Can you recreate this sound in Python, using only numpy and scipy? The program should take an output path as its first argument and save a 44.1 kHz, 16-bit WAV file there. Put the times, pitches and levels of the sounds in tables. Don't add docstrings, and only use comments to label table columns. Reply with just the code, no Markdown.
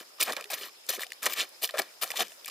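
import sys
import numpy as np
from scipy import signal
from scipy.fft import rfft, irfft, next_fast_len
from scipy.io import wavfile

SR = 44100
rng = np.random.default_rng(int(sys.argv[2]) if len(sys.argv) > 2 else 0)


def file_out(sig):
    cols = np.atleast_2d(sig).T
    lim = np.clip(cols, -1, 1)
    pcm = np.round(lim * 32767).astype(np.int16)
    wavfile.write(sys.argv[1], SR, pcm)


def natural_amplitude(level_db):
    exponent = np.asarray(level_db, float) / 20
    return 10 ** exponent


N = 110250

# peak_s, rise_s, fall_s, level_db, tilt_db_per_octave
SPLATS = [(.002, 0.014, 0.039, -44.5, -2), (0.208, 0.013, 0.029, -24.5, -0.5),
          (0.233, 0.01, 0.0074, -21, 5), (0.263, 0.11, 0.05, -48, -3.5), (0.334, 0.01, 0.0033, -31, -3.5),
          (0.368, 0.0017, 0.011, -34.5, -4), (0.505, 0.004, 0.046, -34.5, 0),
          (0.539, 0.011, 0.019, -30.5, 0), (0.628, 0.11, 0.083, -41.5, -1.5),
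          (0.893, 0.0061, 0.022, -26, 1.6), (0.927, 0.061, 0.064, -34.5, 0.05),
          (1.023, 0.041, 0.036, -37.5, -0.1), (1.241, 0.025, 0.033, -32, -2),
          (1.266, 0.0086, 0.015, -25, -2), (1.317, 0.04, 0.02, -37, -0.6), (1.335, 0.0039, 0.0096, -31, 3),
          (1.408, 0.065, 0.055, -34, -2.5), (1.645, 0.033, 0.023, -24.5, 3),
          (1.791, 0.012, 0.015, -22.5, -2.5), (2.031, 0.022, 0.02, -25, 3), (2.056, 0.014, 0.27, -49, -2.5),
          (2.171, 0.02, 0.023, -34.5, -0.2), (2.206, 0.024, 0.034, -25, -2),
          (2.481, 0.004, 0.013, -33, -0.5)]
# freq_hz, density_db (per Hz)
MUD_SPECTRUM = [(150, -58), (300, -4.5), (600, -11), (1200, -5.5), (2500, -0.5), (5000, -3), (8500, -8.5),
                (12500, -5)]
# peak_s, rise_s, fall_s, level_db, cavity_hz
SUCKS = [(.01, 0.032, 0.029, -58, 433), (.297, 0.046, 0.043, -33, 1350), (0.381, 0.006, 0.055, -42, 1210),
         (0.3, 0.048, 0.033, -41, 387), (0.54, 0.052, 0.011, -41, 700), (0.618, 0.024, 0.0077, -60, 470),
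         (0.696, 0.011, 0.011, -69, 1300), (0.895, 0.011, 0.019, -41.5, 620),
         (0.936, 0.013, 0.0044, -53, 846), (1.025, 0.075, 0.02, -47.5, 1180),
         (2.107, 0.006, 0.0091, -47, 298), (2.015, 0.0018, 0.0044, -37.5, 8900),
         (1.297, 0.0073, 0.017, -47.5, 860), (1.402, 0.042, 0.042, -28, 3730),
         (1.643, 0.031, 0.012, -40, 610), (1.695, 0.004, 0.011, -39.5, 2320),
         (1.755, 0.026, 0.0055, -40.5, 1400), (1.771, 0.014, 0.0076, -37.5, 1210),
         (1.799, 0.0069, 0.012, -35.5, 590), (2.037, 0.028, 0.011, -31.5, 1020),
         (2.108, 0.006, 0.02, -41.5, 1650), (2.143, 0.013, 0.0093, -47, 1600),
         (2.211, 0.015, 0.012, -38.5, 290), (1.264, 0.013, 0.0091, -27.5, 756)]
# start_s, peak_db, pocket_hz
POPS = [(0.185, -38, 1200), (0.2255, -8.5, 2470), (0.322, -17.5, 3570), (0.331, -25.5, 1210),
        (0.4093, -22.5, 2500), (.4413, -23.5, 2650), (0.5825, -26.5, 1800), (0.8657, -31, 5830),
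        (0.9938, -24, 1760), (1.0334, -19, 1990), (1.067, -28, 3860), (1.1199, -20.5, 2090),
        (1.132, -27, 4460), (1.262, -10.5, 2010), (1.2652, -8.5, 1930), (1.355, -31, 1830),
        (1.6437, -11, 3140), (1.675, -23, 3400), (1.7082, -24.5, 3900), (1.7736, -19, 1780),
        (1.8183, -19.5, 4470), (2.1037, -14, 2080), (2.1164, -18.5, 2640), (2.172, -14.5, 3400),
        (2.319, -31, 2660), (2.446, -27, 3380), (2.4615, -27.5, 2350),
        (1.491, -31, 9800),
    (1.77, -33, 8900),
    (2.269, -37, 4640),
    (2.282, -28, 5800),
    (2.471, -29.5, 2550),
    (2.479, -27, 4800),
    (2.4985, -26, 2960),
    (2.458, -21, 8000),
        (0.3657, -15.5, 2310), (0.398, -36, 2500), (2.076, -27, 4260), (2.11, -17, 12000),
         (2.253, -44, 2500), (1.23, -17, 8200), (1.257, -9, 7150), (.424, -30, 2450), (.456, -31, 1940),
         (.501, -24, 2480), (0.633, -25, 2890), (0.657, -29, 3040), (0.693, -34, 2340), (.966, -26, 2170),
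         (1.007, -27, 3430), (1.019, -26, 3300), (1.104, -30.5, 2700), (1.691, -23.5, 1830),
         (1.782, -17, 2700), (2.159, -26.5, 1980)]
# start_s, peak_db, pitch_hz, t60_s, glide_octaves (per 10 ms)
GULPS = [(.008, -36.5, 347, .02, -0.27), (.104, -55, 1320, .03, 0.), (.281, -20, 820, 0.014, -0.046),
         (.298, -33, 1820, 0.024, 0.046), (.305, -34, 583, 0.017, -0.41), (.374, -34, 900, 0.044, -0.028),
         (.386, -41, 540, .04, .1), (.402, -43.5, 1260, 0.018, 0.26), (.411, -42.5, 426, 0.03, 0.08),
         (.452, -50, 400, 0.16, 0.021), (.502, -36, 750, 0.05, 0.21), (.515, -44, 450, 0.013, 0.17),
         (.612, -36.5, 400, 0.032, -0.018), (.668, -52, 377, .03, 0.054),
         (.685, -40.5, 1130, 0.012, 0.0075), (.936, -35.5, 725, 0.032, -0.0035),
         (.977, -34, 390, 0.03, -0.1), (.985, -22, 400, 0.011, -0.0089), (1.007, -39, 624, 0.017, 0.29),
         (1.063, -47.5, 705, 0.036, .1), (1.096, -49, 450, 0.024, -0.23), (1.707, -50.5, 660, 0.055, 0.013),
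         (1.74, -27, 579, 0.043, 0.081), (1.754, -31, 510, 0.035, 0.051), (1.769, -29, 570, 0.019, 0.37),
         (1.791, -23.5, 784, 0.027, 0.078), (1.797, -17.5, 642, 0.015, 0.095),
         (1.815, -35, 716, 0.023, 0.027), (2.048, -33.5, 740, 0.015, 0.044),
         (2.103, -37, 450, 0.019, -0.33), (2.139, -32.5, 803, 0.042, 0.2), (2.151, -41, 520, 0.023, -0.028),
         (2.192, -28, 774, 0.034, 0.079), (2.202, -28, 726, 0.078, 0.073), (2.217, -23.5, 712, 0.024, 0.04),
         (2.32, -46, 650, 0.017, .1)]
# time_s, left_minus_right_db (treble only)
BOOT_POSITION = [(0, 0), (.7, 2), (.9, 4), (1.2, 2), (2.5, 3.5)]
# freq_hz, left_lead_rad
PORT_LEAD = [(100, -0.51), (300, -0.41), (950, -0.76), (2200, -0.7), (3800, 0.43), (6000, -0.72),
             (16000, 0.18)]
# centre_hz, width_hz, level_db
INSECTS = [
    (5080, 450, -61.5),
    (11300, 1300, -70),
]
# freq_hz, level_db
AIR_SPECTRUM = [(30, -26), (120, -27), (500, -3), (1500, -7), (4000, -7), (7000, -8), (11000, -10.5),
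                (16000, -13)]
# freq_hz, correlation (1 same, -1 opposite)
AIR_LIKENESS = [(60, 1), (380, 0.28), (2380, -0.25), (15000, 0.21)]
# time_s, level_db
BREEZE = [(0, -3), (.8, -3.5), (1.6, -2.5), (2.5, 1)]

BANDS = np.geomspace(200, 16000, 28)
POCKETS_PER_S, POCKET_SPREAD_DB, POCKET_CYCLES = 16000, 3.2, 18.0
GULPS_PER_S, GULP_CYCLES, CAVITY_OCTAVES, SPILL_DB = 9000, 12.0, 0.91, -17
TEARS_PER_S, SPLAT_TEARS, SUCK_TEARS = 2500, .2, .15
LUMP_DB, LUMPS_PER_S, COLOUR_DB = 1.5, 200, 1.5
PATCH_DB, PATCHES_PER_S, PATCH_TOP = 3.3, 90, 1.1
OOZE_DB, OOZE_S = -15, .04
ROUNDING = 1.45
DULL_EDGE = 1.45
POP_CYCLES, POP_DB, POP_TONE_DB, POP_RISE_S, POP_TOP_HZ = 14.0, -5.0, 0.0, 0.0008, 10000
POP_SPIT_S, POP_SPIT_DB = .004, -5.0
GULP_RISE_CYCLES, GULP_DB = 1.13, 3.0
SPECKS_PER_S, SPECK_DB, SPECK_CYCLES = 130, -66, 30.0
AIR_DB = -54
SHADOW_HZ = 2500
SPREAD_DB, SPREADS_PER_S = 3.5, 40
BOUNCE_S, BOUNCE_DB, BOUNCE_HZ = .00163, -6, 3500
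SCATTER_DB, SCATTER_S = -7.5, .025
LOW_CUT_HZ, TOP_HZ = 170, 16000
TIME_S = np.arange(N) / SR


def rms_one(x):
    return x / np.sqrt(np.mean(x ** 2) + 1e-20)


def at_hz(points, hz):
    table_hz, values = np.transpose(points)
    return np.interp(np.log(hz), np.log(table_hz), values)


def at_time(points):
    return np.interp(TIME_S, *np.transpose(points))


def drift(rate_hz):
    r = np.exp(-2 * np.pi * rate_hz / SR)
    settled = signal.lfilter([1], [1, -2 * r, r * r], rng.standard_normal(N + 4000))[4000:]
    return rms_one(settled)


def ring(clicks, hz, t60_s):
    r = natural_amplitude(-60 / (t60_s * SR))
    turn = 2 * np.pi * hz / SR
    return signal.lfilter([1, 0, -1], [1, -2 * r * np.cos(turn), r * r], clicks + 1e-18)


def grains(rate):
    sizes = natural_amplitude(POCKET_SPREAD_DB * np.minimum(rng.exponential(1, N), 3))
    signs = rng.choice([-1, 1], N)
    return rms_one(sizes * signs * (rng.random(N) < rate / SR))


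def swells(rows, power, ooze_power):
    peak_s, rise_s, fall_s, level_db = np.transpose(rows)[:4, :, None]
    t = TIME_S - peak_s
    progress = np.clip(np.where(t < 0, -t / rise_s, t / fall_s), 0, 1)
    swell = np.cos(np.pi / 2 * progress) ** power
    ooze = natural_amplitude(OOZE_DB * ooze_power) * (t > 0) * np.exp(-np.abs(t) / OOZE_S)
    return natural_amplitude(level_db) * np.maximum(swell, ooze)


def pockets(rows, share_db, rate, cycles, tear_share):
    share = natural_amplitude(share_db + COLOUR_DB * rng.standard_normal(share_db.shape))
    share = share / np.sqrt(np.sum(share ** 2, axis=0))
    bright = np.clip(np.log2(BANDS / 2500) / 2, 0, 1)[:, None]
    sharp_power = 1.35 * DULL_EDGE
    dull_flow = (share * (1 - bright)) @ swells(rows, ROUNDING, 1)
    bright_flow = (share * bright) @ swells(rows, sharp_power, sharp_power / ROUNDING)
    lumps = natural_amplitude(LUMP_DB * np.minimum(drift(LUMPS_PER_S), PATCH_TOP))
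    flow = (dull_flow + bright_flow) * lumps

    tears, bursts = grains(TEARS_PER_S), grains(rate)
    dealt = rng.integers(0, len(BANDS), N)
    patches = [natural_amplitude(PATCH_DB * np.minimum(drift(PATCHES_PER_S), PATCH_TOP)) for _ in BANDS[::2]]
    out = np.zeros(N)
    for k, hz in enumerate(BANDS):
        own = bursts * (dealt == k) * np.sqrt(len(BANDS)) * patches[k // 2]
        clicks = tear_share * tears + own
        size = np.sqrt(np.mean(ring(clicks, hz, cycles / hz) ** 2))
        out += (-1) ** k * ring(clicks * flow[k], hz, cycles / hz) / size
    return out


def splats():
    band_db = at_hz(MUD_SPECTRUM, BANDS) + 10 * np.log10(BANDS)
    tilt_db = np.outer(np.log2(BANDS / 3000), np.transpose(SPLATS)[4])
    return pockets(SPLATS, band_db[:, None] + tilt_db, POCKETS_PER_S, POCKET_CYCLES, SPLAT_TEARS)


def sucks():
    octaves = np.log2(BANDS[:, None] / np.transpose(SUCKS)[4]) / CAVITY_OCTAVES
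    resonance_db = -6 * np.log2(1 + octaves ** 4)
    spill_db = np.where(octaves > 0, SPILL_DB, -60)
    return pockets(SUCKS, np.maximum(resonance_db, spill_db), GULPS_PER_S, GULP_CYCLES, SUCK_TEARS)


def pops():
    out, t = np.zeros(N + 3000), np.arange(3000) / SR
    dull = np.exp(-2 * np.pi * POP_TOP_HZ / SR)
    rise = np.minimum(t / POP_RISE_S, 1)
    for start_s, peak_db, hz in POPS:
        high_pass = signal.butter(2, hz * .7, "high", fs=SR)
        white = signal.lfilter(*high_pass, rng.standard_normal(len(t)))
        hiss = signal.lfilter([1 - dull], [1, -dull], white)
        hiss_db = POP_SPIT_DB + np.minimum(peak_db + 22, 0) / 2
        spit = rms_one(ring(white, hz, 2.5 / hz)) + natural_amplitude(hiss_db) * hiss
        spit = spit * natural_amplitude(-26 * t / POP_SPIT_S) * rise
        tone = np.sin(2 * np.pi * hz * t) * natural_amplitude(POP_TONE_DB - 30 * t * hz / POP_CYCLES) * rise
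        i = int(start_s * SR)
        out[i:i + len(t)] += natural_amplitude(peak_db + POP_DB) * (spit / np.abs(spit).max() + tone)
    return out[:N]


def gulps():
    out, t = np.zeros(N + 3000), np.arange(3000) / SR
    for start_s, peak_db, hz, t60_s, glide in GULPS:
        turns = np.cumsum(hz * 2 ** np.clip(glide * t / .01, -1, 1)) / SR
        envelope = natural_amplitude(peak_db + GULP_DB - 60 * t / t60_s) * np.minimum(turns / GULP_RISE_CYCLES, 1)
        i = int(start_s * SR)
        out[i:i + len(t)] += np.sin(2 * np.pi * turns) * envelope
    return out[:N]


def specks():
    clicks, high = grains(SPECKS_PER_S), BANDS[BANDS > SHADOW_HZ]
    dealt = rng.integers(0, len(high), N)
    rings = sum(ring(clicks * (dealt == k), hz, SPECK_CYCLES / hz) for k, hz in enumerate(high))
    return natural_amplitude(SPECK_DB + at_time(BREEZE)) * rms_one(rings)


def at_ports(mud):
    low_pass = signal.butter(1, BOUNCE_HZ, fs=SR)
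    late = np.interp(np.arange(N) - BOUNCE_S * SR, np.arange(N), mud, left=0)
    mud = (mud + natural_amplitude(BOUNCE_DB) * signal.lfilter(*low_pass, late)) * 0.9

    size = next_fast_len(N + 2000)
    lead_rad = at_hz(PORT_LEAD, np.fft.rfftfreq(size, 1 / SR) + 1)
    turned = rfft(mud, size) * np.exp(.5j * lead_rad * [[1], [-1]])
    ports = irfft(turned, size)[:, :N]

    bass = signal.lfilter(*signal.butter(1, SHADOW_HZ, fs=SR), ports)
    balance_db = at_time(BOOT_POSITION) + SPREAD_DB * drift(SPREADS_PER_S)
    ports = bass + (ports - bass) * natural_amplitude(balance_db * [[.5], [-.5]])

    echoes = np.diff(rng.standard_normal((2, 900))) * natural_amplitude(-60 * np.arange(899) / SR / SCATTER_S)
    echoes = echoes / np.sqrt(np.sum(echoes ** 2, axis=1))[:, None]
    return ports + natural_amplitude(SCATTER_DB) * signal.fftconvolve(mud[None], echoes)[:, :N]


def insects():
    out = np.zeros((2, N))
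    for hz, width_hz, level_db in INSECTS:
        mid, side = rng.standard_normal((2, N)) * natural_amplitude(2.5 * drift(130))
        edges_hz = [hz - width_hz / 2, hz + width_hz / 2]
        band = signal.butter(2, edges_hz, "band", fs=SR, output="sos")
        out += natural_amplitude(level_db) * rms_one(signal.sosfilt(band, mid + 0.6 * side * [[1], [-1]]))
    return out


def air():
    out, white = np.zeros((2, N)), rng.standard_normal((2, 2, N))
    edges_hz = 30 * 2 ** np.arange(0, 9.6, .5)
    for k, (low, high) in enumerate(zip(edges_hz, edges_hz[1:])):
        band = signal.butter(2, [low, high], "band", fs=SR, output="sos")
        mid, side = signal.sosfilt(band, white[k % 2])
        hz = np.sqrt(low * high)
        alike = np.clip(at_hz(AIR_LIKENESS, hz), -1, 1)
        level_db = at_hz(AIR_SPECTRUM, hz) + 2 * drift(16.6) + (hz > 6000) * at_time(BREEZE)
        both = np.sqrt(1 + alike) * mid + np.sqrt(1 - alike) * side * [[1], [-1]]
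        out += natural_amplitude(level_db) * both
    return natural_amplitude(AIR_DB) * rms_one(out)


def scene():
    low_cut = signal.butter(4, LOW_CUT_HZ, "high", fs=SR, output="sos")
    mud = signal.sosfilt(low_cut, splats() + sucks() + pops() + gulps() + specks())
    return at_ports(mud) + insects() + air()


def roll_off(x):
    return signal.sosfilt(signal.butter(12, 17010, fs=SR, output="sos"), x)


def record(dry):
    top_cut = signal.cheby2(10, 50, TOP_HZ * 1.015, fs=SR, output="sos")
    mix = signal.sosfilt(top_cut, dry)
    return roll_off(mix)


dry = scene()
out = record(dry)
file_out(out)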